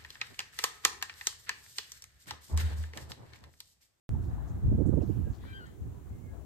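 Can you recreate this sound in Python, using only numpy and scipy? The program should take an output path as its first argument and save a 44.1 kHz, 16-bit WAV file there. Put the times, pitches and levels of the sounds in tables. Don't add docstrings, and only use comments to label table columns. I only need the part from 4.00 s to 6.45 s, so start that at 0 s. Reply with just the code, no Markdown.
import sys
import numpy as np
from scipy import signal
from scipy.fft import rfft, irfft, next_fast_len
from scipy.io import wavfile
from scipy.ndimage import uniform_filter1d, map_coordinates

SR = 44100
rng = np.random.default_rng(int(sys.argv[2]) if len(sys.argv) > 2 else 0)


def put_to_file(sound):
    columns = np.atleast_2d(sound).T
    safe = np.clip(columns, -1, 1)
    whole_steps = np.round(safe * 32767)
    wavfile.write(sys.argv[1], SR, whole_steps.astype(np.int16))


N = 108045
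TIME = np.arange(N) / SR
START_S, TOP_HZ = .092, 15850


def amp(db):
    return 10 ** (np.asarray(db) / 20)


def unit(x):
    return x / np.sqrt(np.mean(x ** 2) + 1e-20)


def even(x, size):
    power = uniform_filter1d(uniform_filter1d(x ** 2, size=size), size=size // 2)
    return x / np.sqrt(np.abs(power) + 1e-9)


def along(points, hz):
    f, v = np.transpose(points)
    return np.interp(np.log(hz + 1), np.log(f + 1), v)


def curves(rows):
    s, *cols = np.transpose(rows)
    return [np.interp(TIME, s, c) for c in cols]


def during(rows):
    return uniform_filter1d(1. * ((TIME > rows[0][0]) & (TIME < rows[-1][0])), size=200)


def wobble(rate):
    return map_coordinates(rng.standard_normal(4000), [TIME * rate], mode="wrap")


def filtered(x, response):
    m = next_fast_len(N + SR // 2)
    return irfft(rfft(x, m) * response(np.fft.rfftfreq(m, 1 / SR)), m)[..., :N]


def noise(spectrum, channels=2):
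    return unit(filtered(rng.standard_normal((channels, N)), lambda hz: amp(along(spectrum, hz))))


def pan(db):
    return amp(np.array([[db], [-db]]) / 2)


def lake():
    wash_level = [(.1, -60.5), (.42, -56.5), (.7, -60), (1.25, -60.5), (1.45, -62.5), (1.8, -66.5),
                  (2.1, -64), (2.28, -67), (2.36, -62), (2.45, -68.5)]
    # f/Hz, level/dB
    wash_eq = [(100, 5.5), (250, 2), (450, -3), (700, 8), (1000, 3), (1700, -3), (2400, -20.5),
               (4000, -18.5), (6000, -39)]
    hiss_eq = [(500, -18), (2000, 6.5), (3800, 0.5), (5000, -2), (6400, 3.5), (7500, 5.5), (8600, 0),
               (12500, 0.5), (15500, 2.5)]
    air_eq = [(30, -35), (120, 10.5), (400, 9), (600, -5.5), (1200, -59), (3000, -40)]
    wash = amp(curves(wash_level)[0] + 1.2 * wobble(22)) * noise(wash_eq) * pan(db=2)
    hiss = amp(-69 + .16 * wobble(30)) * noise(hiss_eq) * pan(db=3)
    murmur = amp(-56 + 1.8 * wobble(35.13)) * noise(air_eq)
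    return wash + hiss + murmur


def far_birds():
    calls = [(1.238, 0.082, 1619, -63.5), (1.925, 0.086, 970, -64.5), (2.08, 0.16, 2130, -74),
             (2.215, 0.125, 2155, -69), (2.25, 0.15, 1660, -70.5)]
    stereo_phase = np.array([[1.3], [0]])
    out = np.zeros((2, N))
    for s, length, hz, db in calls:
        phase = 2 * np.pi * np.cumsum(hz * (1 + .017 * wobble(300))) / SR
        swell = np.sin(np.pi * np.clip((TIME - s) / length, 0, 1))
        out += amp(db + 1.5 * wobble(120)) * swell * np.sin(phase + stereo_phase)
    return out


def splashes():
    hits = [(0.141, -51.5, .02, 825, 0.12), (0.215, -71.5, 0.091, 7000, 0.75),
            (0.371, -55.5, 0.044, 860, 0.19), (0.464, -71.5, 0.087, 6800, 0.16),
            (0.853, -68, 0.061, 7600, 0.18), (1.003, -67.5, 0.032, 2820, .12),
            (1.016, -67, 0.043, 5270, 0.51), (1.031, -75, .22, 5570, 0.4),
            (1.018, -74.5, 0.28, 13500, 0.23), (1.106, -75.5, 0.21, 11900, 0.44),
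            (1.054, -74.5, 0.33, 2750, 0.28), (1.29, -72.5, 0.1, 7000, 0.17),
            (1.326, -69, 0.065, 4630, 0.35), (1.413, -76, 0.1, 11000, 0.41),
            (1.436, -50.5, 0.0076, 1170, 0.3), (1.667, -62.5, 0.0035, 7650, 0.25),
            (2.09, -68, 0.0058, 9200, 0.69), (2.305, -59, .17, 633, 0.54)]
    drops_per_s, ring_cycles, spray_share = 500, 23, .43
    out, age = np.zeros((2, N)), np.arange(600) / SR
    for s, db, length, hz, octaves in hits:
        rise = np.maximum(TIME - s, 0) / (length / 4)
        swell = rise * np.exp(1 - rise)
        band = lambda f: np.exp(-.5 * (np.log2((f + 1) / hz) / octaves) ** 2)
        spray = swell * unit(filtered(rng.standard_normal((2, N)), band))
        drops = np.zeros((2, N + SR))
        count = int(drops_per_s * length) + 2
        for when, pitch, size, side in rng.standard_normal((400, 4))[:count]:
            drop_hz = min(hz * 2 ** (.82 * octaves * pitch), TOP_HZ)
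            at = int((s + length * min(.43 * np.exp(.64 * when), 2)) * SR)
            decay = amp(.4 * size - 60 * age * drop_hz / ring_cycles)
            drops[:, at:at + len(age)] += pan(5 * side) * decay * np.sin(2 * np.pi * drop_hz * age)
        drops = unit(drops[:, :N]) * np.sqrt(np.mean(swell ** 2))
        out += amp(db) * (spray_share ** .5 * spray + (1 - spray_share) ** .5 * drops)
    return out * pan(db=7)


def wind():
    # t/s, level/dB
    gust_left = [(.1, -28.5), (.2, -37), (.37, -32.5), (.615, -39.5), (.645, -23.5), (.73, -21), (.82, -39),
                 (.91, -39), (1.15, -40), (1.3, -38.5), (1.48, -46), (1.77, -57), (1.82, -34.5),
                 (1.91, -44), (2.06, -62), (2.11, -33), (2.22, -65), (2.31, -41), (2.43, -41.5)]
    gust_right = [(.1, -32), (.18, -30), (.28, -31.5), (.39, -44.5), (.61, -36), (.66, -27), (.8, -23.5),
                  (.99, -23), (1.05, -33), (1.2, -27), (1.315, -30), (1.36, -65), (1.42, -43.5),
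                  (1.7, -51.5), (1.86, -40.5), (1.95, -44.5), (2.29, -41), (2.37, -75)]
    # f/Hz, level/dB
    left_eq = [(20, -35), (35, -13), (55, 10), (80, 3), (125, -5.5), (200, -21.5), (350, -37.5), (700, -51),
               (1500, -101)]
    right_eq = [(20, -19), (35, -70), (55, 0), (80, 6), (125, 1), (200, -13.5), (350, -29.5), (700, -51.5),
                (1500, -131)]
    eddy_eq = [(40, 11), (110, 5.5), (180, 4.5), (350, -6.5), (550, -22.5), (900, -33), (1600, -53),
               (4000, -105)]
    gust_db, eddy_growth, low_cut_hz = -21, .88, 38
    pressure_db = np.array(curves(gust_left) + curves(gust_right))
    rumble = np.vstack([noise(left_eq, channels=1), noise(right_eq, channels=1)])
    flutter_db = 2 * np.array([wobble(45.05), wobble(44.99)])
    eddy_gain = amp(-29 + eddy_growth * (pressure_db - gust_db) + flutter_db) * pan(db=-7)
    eddies = eddy_gain * even(noise(eddy_eq), size=900)
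    air = amp(pressure_db + flutter_db) * even(rumble, size=3000) + eddies
    return filtered(air, lambda hz: hz ** 3 / np.sqrt(hz ** 6 + low_cut_hz ** 6))


def buffets():
    thumps = [(0.278, -36, 250), (0.724, -22, 275), (.749, -25, 255), (0.787, -26, 308),
              (0.808, -24.5, 320), (0.82, -23.5, 293), (.856, -36, 520), (0.871, -22, 300),
              (0.894, -20.5, 284), (.935, -25, 425), (0.974, -27.5, 358), (0.983, -21, 320),
              (1.021, -29.5, 420), (1.037, -27, 301), (1.1, -23, 254), (1.275, -34, 350), (1.87, -35, 128)]
    low_cut_hz, order, half_width_s = 90, 3.2, .014
    out = np.zeros((2, N))
    for s, db, edge_hz in thumps:
        low_cut = lambda hz: hz ** 2 / (hz ** 2 + low_cut_hz ** 2)
        high_cut = lambda hz: 1 / np.sqrt(1 + (hz / edge_hz) ** (2 * order))
        band = lambda hz: low_cut(hz) * high_cut(hz) * np.exp(-(hz / (3 * edge_hz)) ** 2)
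        thump = even(filtered(rng.standard_normal(N), band), size=500)
        out[1] += amp(db) * np.exp(-2 * ((TIME - s) / half_width_s) ** 2) * thump
    return out


def shore_echo(call):
    echo_eq = [(1500, -7), (2400, -6), (3100, 2), (4500, -1)]
    t60_s, build_s, slap_s = .6, .013, .165
    t = np.arange(SR // 2) / SR
    tail = rng.standard_normal((2, len(t))) * amp(-60 * t / t60_s) * (1 - np.exp(-t / build_s))
    reverb = signal.fftconvolve(call[None], tail / np.linalg.norm(tail[0]), axes=1)[:, :N]
    slap = filtered(call, lambda hz: np.exp(-2j * np.pi * hz * slap_s))
    return filtered(amp(-17) * reverb + amp(-30) * slap, lambda hz: amp(along(echo_eq, hz)))


def rasp(phase, rough):
    rate = 590.4
    smear = (wobble(rate) + 1j * wobble(rate)) * np.exp(1j * wobble(rate))
    return ((np.sqrt(2 * (1 - rough)) + np.sqrt(rough) * smear) * np.exp(1j * phase)).real


def crack():
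    glide = [(1.642, 1440, 1800, -78), (1.66, 1410, 1805, -60), (1.692, 1300, 1780, -65),
             (1.73, 1250, 1760, -79)]
    partials = [(1, 0, -6), (0, 1, -2), (1, 1, -9), (2, 1, -16)]
    lower_hz, upper_hz, db = curves(glide)
    tones = np.zeros(N)
    for a, b, partial_db in partials:
        phase = 2 * np.pi * np.cumsum(a * lower_hz + b * upper_hz) / SR
        tones += amp(partial_db) * rasp(phase, rough=.4)
    return tones * amp(db) * during(glide)


def voice():
    melody = [(1.41, 590), (1.43, 640), (1.452, 755), (1.48, 777), (1.525, 794), (1.54, 785), (1.555, 791),
              (1.586, 792), (1.6, 768), (1.615, 726), (1.645, 727), (1.667, 700)]
    honk = [(1.405, -80, .9, 0), (1.43, -66, .7, -2), (1.452, -62, .45, -3), (1.48, -59, .27, -1),
            (1.515, -57, .12, 1), (1.532, -54.5, .09, -2), (1.55, -51.5, .05, -19), (1.578, -50, .035, -32),
            (1.6, -52.5, .12, -36), (1.648, -50.5, .06, -32), (1.667, -68, .4, -28)]
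    beak = [(1.43, -9), (1.5, -9), (1.525, -8), (1.542, -1), (1.578, -1), (1.6, -7), (1.62, -10),
            (1.65, -12)]
    throat = [(500, -38), (800, -28), (1200, -14), (1450, -1), (1580, 0), (1900, -3), (2400, -6),
              (2900, -7), (3150, -4), (3900, -5), (4350, -9), (4750, -22), (8000, -54)]
    waver, shimmer_db = .014, 3.5
    pitch, = curves(melody)
    beak_db, = curves(beak)
    db, rough, odd_db = curves(honk)
    phase = 2 * np.pi * np.cumsum(pitch * (1 + waver * np.sqrt(rough) * wobble(160))) / SR
    out = np.zeros(N)
    for k in range(1, 11):
        shelf = np.clip((k * pitch - 2400) / 450, 0, 1)
        harmonic_db = along(throat, k * pitch) + shelf * beak_db + (k % 2) * odd_db
        out += rasp(k * phase, rough) * amp(harmonic_db)
    return out * amp(db + shimmer_db * np.sqrt(rough) * wobble(140)) * during(honk)


def coot():
    hoarse_level = [(1.36, -90), (1.41, -69), (1.455, -63), (1.5, -63.5), (1.56, -81), (1.63, -76),
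                    (1.675, -70), (1.72, -74.5), (1.8, -91)]
    hoarse_eq = [(800, -33), (1400, -8), (2000, -1.5), (2600, -25), (3300, -4.5), (4200, -9), (5000, -18),
                 (7000, -32.5)]
    left_lag_s = .000355
    call = voice() + crack()
    direct = filtered(call, lambda hz: np.exp(1j * np.pi * hz * left_lag_s * np.array([[-1], [1]])))
    hoarse = amp(curves(hoarse_level)[0]) * during(hoarse_level) * noise(hoarse_eq)
    return pan(db=5) * (direct + hoarse) + shore_echo(call)


def scene():
    return wind() + buffets() + lake() + splashes() + coot() + far_birds()


def record(dry):
    return filtered(dry * (TIME >= START_S), lambda hz: hz < TOP_HZ)


dry = scene()
out = record(dry)
put_to_file(out)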